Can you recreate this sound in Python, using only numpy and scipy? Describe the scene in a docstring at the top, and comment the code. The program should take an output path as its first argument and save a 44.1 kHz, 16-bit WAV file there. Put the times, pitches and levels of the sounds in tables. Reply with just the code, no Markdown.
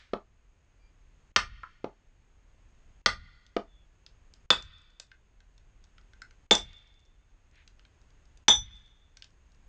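"""A sledgehammer drives a steel wedge into a log on a quiet lawn, five blows in all.
Each impact excites the modes of steel and wood: the wedge clanks while it stands tall, then rings
as it sinks and the log tears open. Between blows the hammer clicks and is set down; strained fibres tick.
Yard and tree line reflect the sound, over a low rumble of open air and two far bird notes.
A look-ahead limiter lowers the gain just before each blow."""
import sys
import numpy as np
from scipy import signal
from scipy.fft import rfft, irfft
from scipy.io import wavfile
from scipy.ndimage import uniform_filter1d, minimum_filter1d

SR = 44100
rng = np.random.default_rng(int(sys.argv[2]) if len(sys.argv) > 2 else 0)


def log_audio(samples):
    """Write samples as a 16-bit WAV file to the path given in sys.argv[1]."""
    # one column per channel
    frames = np.atleast_2d(samples).T
    # limit to full scale, then quantise
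    limited = np.clip(frames, -1, 1)
    pcm = np.round(limited * 32767).astype(np.int16)
    wavfile.write(sys.argv[1], SR, pcm)


N = 426888


def amp(db):
    """Amplitude ratio of a level in decibels."""
    return 10 ** (np.asarray(db) / 20)


def unit(x):
    """Normalisation to rms 1."""
    return x / np.sqrt(np.mean(x ** 2) + 1e-20)


def clock(seconds):
    """Sample times from zero."""
    return np.arange(int(seconds * SR)) / SR


def add(mix, s, sound):
    """Superposition: a sound joins the mix at time s."""
    part = mix[round(s * SR):][:len(sound)]
    part += sound[:len(part)]


def gains(spectrum, size):
    """Frequency response at the FFT bins, interpolated in log frequency."""
    hz, db = np.transpose(spectrum)
    return amp(np.interp(np.log(np.fft.rfftfreq(size, 1 / SR) + 1), np.log(hz), db))


def colour(x, spectrum):
    """Spectral shaping of x, at rms 1."""
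    return unit(irfft(rfft(x) * gains(spectrum, len(x)), len(x)))


def noise(size, spectrum):
    """Gaussian noise of a given spectrum, at rms 1."""
    return colour(rng.standard_normal(size), spectrum)


def band_noise(size, hz, octaves):
    """Noise in a bell-shaped band around hz, at rms 1."""
    away = np.log2((np.fft.rfftfreq(size, 1 / SR) + 1) / hz) / octaves
    return unit(irfft(rfft(rng.standard_normal(size)) * np.exp(-.5 * away ** 2), size))


def burst(db, hz, octaves=.6, t60=.015):
    """A damped noise transient; the lower its band, the slower its rise."""
    t = clock(0.3)
    rise = 1 - np.exp(-2 * np.pi * hz * t)
    return amp(db - 60 * t / t60) * rise * band_noise(len(t), hz, octaves)


def ring(modes, t60_scale=1, grind=0):
    """Modal vibration: damped sines of alternating sign, their pitch briefly shaken by grinding."""
    t = clock(.5)
    shake = grind * np.exp(-t / 0.073) * band_noise(len(t), 120, 0.67)
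    warped_t = np.cumsum(1 + shake) / SR
    return sum((-1) ** k * amp(db - 60 * t / (t60 * t60_scale)) * np.sin(2 * np.pi * hz * warped_t)
               for k, (hz, db, t60) in enumerate(modes))


# spectrum of the open air (frequency [Hz], relative level [dB])
AIR_SPECTRUM = [(12, -30), (20, 0.5), (43, 1.5), (198, -22.5), (594, -29.5), (1280, -32), (1650, -32),
                (2020, -33), (2410, -34.5), (2600, -33), (3820, -41.5), (4680, -43.5), (5890, -45.5),
                (6520, -41), (8850, -52), (11500, -80.5), (19500, -120)]
def air(rumble_db=-56.8, hiss_db=-83):
    """Ambient noise: a low broadband rumble and a narrow band of hiss."""
    return amp(rumble_db) * noise(N, AIR_SPECTRUM) + amp(hiss_db) * band_noise(N, hz=6550, octaves=.045)


# far notes (time [s], duration [s], start [Hz], end [Hz], level [dB], relative second harmonic [dB])
BIRD_NOTES = [(0.787, 0.133, 2350, 2390, -69.5, -7), (3.65, 0.22, 3540, 3370, -66, -30)]
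def bird():
    """Frequency modulation: thin gliding tones that waver a little."""
    out = np.zeros(N)
    for s, length, start_hz, end_hz, db, second_db in BIRD_NOTES:
        t = clock(length)
        hz = np.linspace(start_hz, end_hz, len(t)) * (1 + 0.016 * band_noise(len(t), 60, 1))
        phase = 2 * np.pi * np.cumsum(hz) / SR
        tone = np.sin(phase) + amp(second_db) * np.sin(2 * phase)
        add(out, s, amp(db) * np.sin(np.pi * t / length) * tone)
    return out


# cloth brushing (time [s], duration [s], level [dB], centre [Hz])
CLOTH_BRUSHES = [(7.519, 0.14, -62.5, 2165)]
def sleeves():
    """Friction noise: clothes brush in a soft swell as the hammer is lifted."""
    out = np.zeros(N)
    for s, length, db, hz in CLOTH_BRUSHES:
        t = clock(length)
        add(out, s, amp(db) * np.sin(np.pi * t / length) * band_noise(len(t), hz, octaves=0.58))
    return out


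# spectrum of the woods' echo (frequency [Hz], relative level [dB])
WOODS_SPECTRUM = [(200, -19.5), (800, -11.5), (1400, -1), (2000, 1.5), (2600, -1.5), (3500, -3.5),
                  (4400, -7), (5200, -9), (6200, -15.5), (8000, -22), (11000, -46.5)]
def tree_line(x, t60=0.99, rise_s=0.061):
    """Reverberation: the echo from the woods builds, holds a while, then falls ever faster."""
    t = clock(1.5)
    envelope = (1 - np.exp(-(t / rise_s) ** 2)) * amp(-60 * (t / t60) ** 1.5)
    response = noise(len(t), WOODS_SPECTRUM) * envelope
    return signal.fftconvolve(x, response / np.linalg.norm(response))[:N]


def lingering_echo(level_db=-52, t60=0.45):
    """Reverberant decay: at the start the woods still carry the echo of an earlier blow."""
    return noise(N, WOODS_SPECTRUM) * amp(level_db - 60 * np.arange(N) / SR / t60)


# what the yard returns of steel and of wood (frequency [Hz], relative level [dB])
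STEEL_RETURN = [(150, -1.5), (600, -1.5), (1500, 3), (3500, -2.5), (6000, -4.5), (8500, -2), (10500, -12.5)]
WOOD_RETURN = [(150, -1), (450, -6.5), (900, 4), (1500, -2.5), (3000, -7.5), (8000, -2)]
def yard(x, scatter, delay_s=0.0021, knee_s=0.029):
    """Early reflections: log, ground and things nearby scatter sound, which dies faster past the knee."""
    t = clock(.5)
    decay_db = -120 * t - 300 * np.maximum(t - knee_s, 0)
    response = noise(len(t), scatter) * (t > delay_s) * amp(decay_db)
    return signal.fftconvolve(x, response / np.linalg.norm(response))[:N]


# spectrum of shaken soil (frequency [Hz], relative level [dB])
SOIL_SPECTRUM = [(15, -10.5), (40, 6.5), (70, -1), (120, -8.5), (200, -19.5), (400, -44), (1500, -79.5)]
def ground(t60=0.56, rock_back_s=0.13, rock_back_db=-10.5):
    """Ground-borne vibration: the soil shudders at each blow, and more weakly as the log rocks back."""
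    out, t = np.zeros(N), clock(0.98)
    envelope = amp(-60 * t / t60) * (1 - np.exp(-t / .003))
    for s, *_, db in HAMMER_BLOWS:
        add(out, s, amp(db) * envelope * noise(len(t), SOIL_SPECTRUM))
        add(out, s + rock_back_s, amp(db + rock_back_db) * envelope * noise(len(t), SOIL_SPECTRUM))
    return out


# wooden taps (time [s], level [dB], centre [Hz], width [octaves], t60 [s])
HANDLING_TAPS = [(1.6338, -27.5, 1300, .32, .045), (4.9992, -40, 900, 1.1, .03)]
def taps():
    """Light impacts: handling the hammer gives short, heavily damped transients."""
    out = np.zeros(N)
    for s, db, hz, octaves, t60 in HANDLING_TAPS:
        add(out, s, burst(db, hz, octaves, t60))
    return out


def creep(count=20, mean_wait_s=0.5, floor_db=-63, range_db=11):
    """Stress relaxation: after each tear the wood gives faint ticks that thin out exponentially."""
    out = np.zeros(N)
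    for s, _ in LOG_TEARS:
        for wait, size in rng.random((count, 2)):
            add(out, s - mean_wait_s * np.log(1 - wait), burst(floor_db + range_db * size ** 3, hz=4800))
    return out


# sharp clicks (time [s], level [dB], centre [Hz], knock of the log's top [dB])
SHARP_CLICKS = [(3.465, -48.5, 3740, -75), (4.064, -43, 3830, -62), (4.338, -47, 4760, -70),
                (4.624, -35, 4200, -50), (4.9987, -27, 4600, -54), (5.116, -45, 2900, -41.5),
                (5.404, -53.5, 3800, -56), (5.5792, -51, 4370, -72), (5.8405, -50, 4500, -70),
                (5.9815, -52, 3330, -53), (6.134, -53.5, 3780, -52.5), (6.2186, -37.5, 4170, -36.5),
                (6.309, -53.5, 3630, -57), (6.5519, -5, 4480, -28), (6.7312, -45, 4050, -65),
                (7.677, -47, 4200, -60), (7.7943, -53, 3000, -60), (7.8512, -50, 2750, -60),
                (9.1707, -39, 3900, -55), (9.223, -37.5, 3400, -51.5), (9.243, -43, 3990, -62)]
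# modes of the log's top (frequency [Hz], relative level [dB], t60 [s])
TOP_MODES = [(1430, -1, .028), (1570, 0, 0.031), (2074, -6.5, .03)]
def clicks():
    """Impulse excitation: fibres snap or the hammer head touches wedge or log, and the log's top rings."""
    out = np.zeros(N)
    for s, db, hz, knock_db in SHARP_CLICKS:
        add(out, s, burst(db, hz))
        add(out, s, amp(knock_db) * ring(TOP_MODES, grind=.05))
    return out


# modes of the log (frequency [Hz], relative level [dB], t60 [s])
LOG_MODES = [(202.3, -11.5, 0.13), (387, -1, 0.018), (530, -2.5, 0.031), (664, -6.5, 0.044),
             (808, -9.5, 0.042), (974, -11, 0.03), (1236, -6, 0.031), (1740, -18, 0.043)]
# spectrum of the dull push into the wood (frequency [Hz], relative level [dB])
PUSH_SPECTRUM = [(60, -11.5), (160, -2), (280, -7.5), (480, -2), (650, 0.5), (900, -7), (1300, -13),
                 (2200, -30), (6000, -55)]
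def thud(scuff_db=-5, scuff_t60=0.062):
    """Impulse response of the log: it gives way, rings briefly and scuffs on the ground."""
    t = clock(.5)
    scuff = noise(len(t), PUSH_SPECTRUM) * amp(scuff_db - 60 * t / scuff_t60)
    return ring(LOG_MODES, grind=0.059) + scuff * (1 - np.exp(-t / 0.00025))


# spectrum of the steel contact before tilting (frequency [Hz], relative level [dB])
CONTACT_SPECTRUM = [(100, -11.5), (400, -6), (1500, 7.5), (3000, 6.5), (4800, 1.5), (6500, -9),
                    (8200, -25.5), (9500, -38), (14000, -51.5)]
def crack(t60, tilt_db):
    """Contact transient: a broadband burst, tilted brighter for a square hit than a glancing one."""
    t = clock(.5)
    spectrum = [(hz, db + tilt_db * np.log2(hz)) for hz, db in CONTACT_SPECTRUM]
    return noise(len(t), spectrum) * amp(-60 * t / t60) * (1 - np.exp(-t / .00025))


# hammer set down on the log (time [s], bounce [dB], bounce frequency [Hz], log [dB], tick [dB])
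HAMMER_RESTS = [(0.1338, -12, 381, -14, -23.5), (1.8428, -14, 374, -23, -32), (3.5653, -12, 412, -15, -20)]
def knocks():
    """Damped mass on a spring: the head bounces on the end grain for about a cycle, and the log rings."""
    out, t = np.zeros(N), clock(.5)
    for s, bounce_db, bounce_hz, log_db, tick_db in HAMMER_RESTS:
        bounce = amp(bounce_db) * np.sin(2 * np.pi * bounce_hz * t) * np.exp(-t * bounce_hz)
        body = amp(log_db) * thud() * np.exp(-t / 0.053)  # the resting head damps the log
        add(out, s, (bounce - body) * (1 - np.exp(-t / 0.0006)))
        add(out, s + 0.00066, amp(tick_db) * crack(t60=0.021, tilt_db=-4.5))
    return out


# the log tearing open (time [s], level [dB])
LOG_TEARS = [(4.506, -15), (6.513, -5), (8.483, -10.5)]
# spectrum of tearing fibres (frequency [Hz], relative level [dB])
FIBRE_SPECTRUM = [(120, -8.5), (500, 5), (1000, 6), (2000, -27), (3500, 0.5), (5200, -10), (7000, -1.5),
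                  (8400, -18.5), (9500, -43), (14000, -56.5)]
def tears(snaps_per_s=2500, t60=0.1):
    """Fracture: fibres break in a dense, decaying train of random impulses."""
    out, t = np.zeros(N), clock(0.99)
    for s, db in LOG_TEARS:
        impulses = (rng.random(len(t)) < snaps_per_s / SR) * rng.choice([-1, 1], len(t))
        add(out, s, amp(db - 60 * t / t60) * colour(impulses, FIBRE_SPECTRUM))
    return out


# modes of the loosened wedge (frequency [Hz], relative level [dB], t60 [s])
FREE_MODES = [(851, -7, 0.082), (6020, -6.5, 0.085), (5965, 0.5, 0.16), (6670, -25, .2), (8050, -21, 0.11),
              (14100, -33, .1)]
def free_ring(db):
    """Free vibration: once the wood lets go, the wedge rings at an almost steady pitch."""
    return amp(db) * ring(FREE_MODES, grind=.001)


# lengthwise modes of the wedge (frequency [Hz], relative level [dB], unscaled t60 [s])
LENGTHWISE_MODES = [(3180, -22, 0.048), (3517, 0.5, 0.091), (3550, -19, .15), (3340, -12, 0.085),
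                    (6995, -19.5, 0.056)]
def steel_ring(db, t60_scale, grind):
    """Longitudinal vibration: the steel rings along its length as it grinds into the wood."""
    return amp(db) * ring(LENGTHWISE_MODES, t60_scale, grind)


# slips after a blow (time [s], steel ring [dB], free ring [dB])
WEDGE_SLIPS = [(6.514, 9, -43), (8.498, 11, -39.5), (8.5165, -1.5, -35), (8.548, -22, -19.5)]
def slips(swell_s=0.0098):
    """Stick-slip: the wedge jerks deeper into the split and rings again, with no contact crack."""
    out, swell = np.zeros(N), 1 - np.exp(-clock(.5) / swell_s)
    for s, ring_db, free_db in WEDGE_SLIPS:
        add(out, s, swell * (steel_ring(ring_db, t60_scale=0.9, grind=0.021) + free_ring(free_db)))
    return out


# modes of the hammer head and of the wedge bending (frequency [Hz], relative level [dB], t60 [s])
HEAD_MODES = [(8040, -39, 0.16), (8170, -36, 0.051), (12350, -48.5, .22)]
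BENDING_MODES = [(1208, -5, 0.061), (1448, -3.5, 0.05), (1926, -7, 0.027), (2070, -2, 0.025),
                 (2650, -6, 0.011), (3520, -5, .02), (3730, -6, .018), (4210, 0, 0.014), (4550, -1, 0.034),
                 (5380, -3, 0.026), (6260, -5, 0.027)]
# hammer on wedge (time [s], crack [dB], crack tilt [dB/octave], depth sunk [0-1], steel ring [dB],
# log thud [dB], soil shudder [dB])
HAMMER_BLOWS = [(1.3618, 4, 3.5, 0, -24, -11.5, -30), (3.0601, 2, 3, 0.08, -22, -10.5, -31),
                (4.5035, 5.5, 0, 0.4, 10, -5.5, -31.5), (6.5098, 2, 3.5, .85, 8, 1, -31.5),
                (8.4814, 0, 3.1, 0.95, 4.5, -9, -27.5)]
def blows(clank_db=1.5, sunk_db=-20, give_s=.003, free_depth=.9):
    """Impact excitation: each blow sounds head, wedge and log; wood mutes the bending as the wedge sinks."""
    out, t = np.zeros(N), clock(.5)
    contact, swell = 1 - np.exp(-t / 0.0012), 1 - np.exp(-t / 0.0017)  # the modes take time to build up
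    for s, crack_db, tilt_db, depth, ring_db, thud_db, _ in HAMMER_BLOWS:
        add(out, s, amp(crack_db) * (crack(t60=0.025, tilt_db=tilt_db) + swell * ring(HEAD_MODES)))
        add(out, s, contact * amp(clank_db + sunk_db * depth) * ring(BENDING_MODES, grind=0.029))
        add(out, s, swell * steel_ring(ring_db, t60_scale=0.6, grind=0.024))
        add(out, s + give_s * depth, contact * amp(thud_db) * thud())  # deeper, the log gives way later
        if depth > free_depth:  # the split has opened
            add(out, s, swell * free_ring(db=-2.5))
    return out


def scene(steel_wet_db=-13.5, knock_wet_db=-8, tick_wet_db=-12, woods_db=-45):
    """Superposition of direct sound, near and far reflections, and the background."""
    strikes, rests = blows() + slips() + tears(), knocks()
    lowpass = signal.butter(6, 7600, fs=SR, output="sos")
    ticks = signal.sosfilt(lowpass, clicks() + creep() + taps())
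    near = yard(amp(steel_wet_db) * strikes + amp(tick_wet_db) * ticks, STEEL_RETURN)
    near += amp(knock_wet_db) * yard(rests, WOOD_RETURN)
    far = amp(woods_db) * tree_line(strikes + rests) + lingering_echo()
    return (strikes + rests + ticks + near + far + ground() + sleeves() + bird() + air())[None]


def recover(cut_db, db_per_s):
    """Peak hold with linear release: each gain cut is let go at a steady rate."""
    fall = np.arange(N) * db_per_s / SR
    return np.maximum.accumulate(cut_db + fall) - fall


# treble roll-off of the microphone (frequency [Hz], gain [dB])
MIC_RESPONSE = [(8000, -1), (9500, -3), (11000, -13.5), (14000, -19)]
def record(dry, ceiling_db=-12, fast_db_per_s=85, slow_db_per_s=4.5, slow_share=0.48, edge_hz=14400):
    """Look-ahead limiting with a two-stage release, between microphone roll-off and a band limit."""
    x = irfft(rfft(dry[0]) * gains(MIC_RESPONSE, N), N)
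    power_db = 10 * np.log10(abs(uniform_filter1d(x ** 2, size=130)) + 1e-12)
    ahead = 1852  # samples, 42 ms
    over_db = -minimum_filter1d(np.minimum(ceiling_db - power_db, 0), ahead, origin=-(ahead // 2))
    # the slow stage starts 6 dB down and lets the background swell back between blows
    slow_db = np.r_[6, slow_share * over_db[1:]]
    cut_db = np.maximum(recover(over_db, fast_db_per_s), recover(slow_db, slow_db_per_s))
    limited = x * amp(-uniform_filter1d(cut_db, size=64))
    band_limit = signal.firwin(511, edge_hz, window=("kaiser", 9), fs=SR)
    return signal.oaconvolve(limited, band_limit, "same")[None]


dry = scene()
out = record(dry)
log_audio(out)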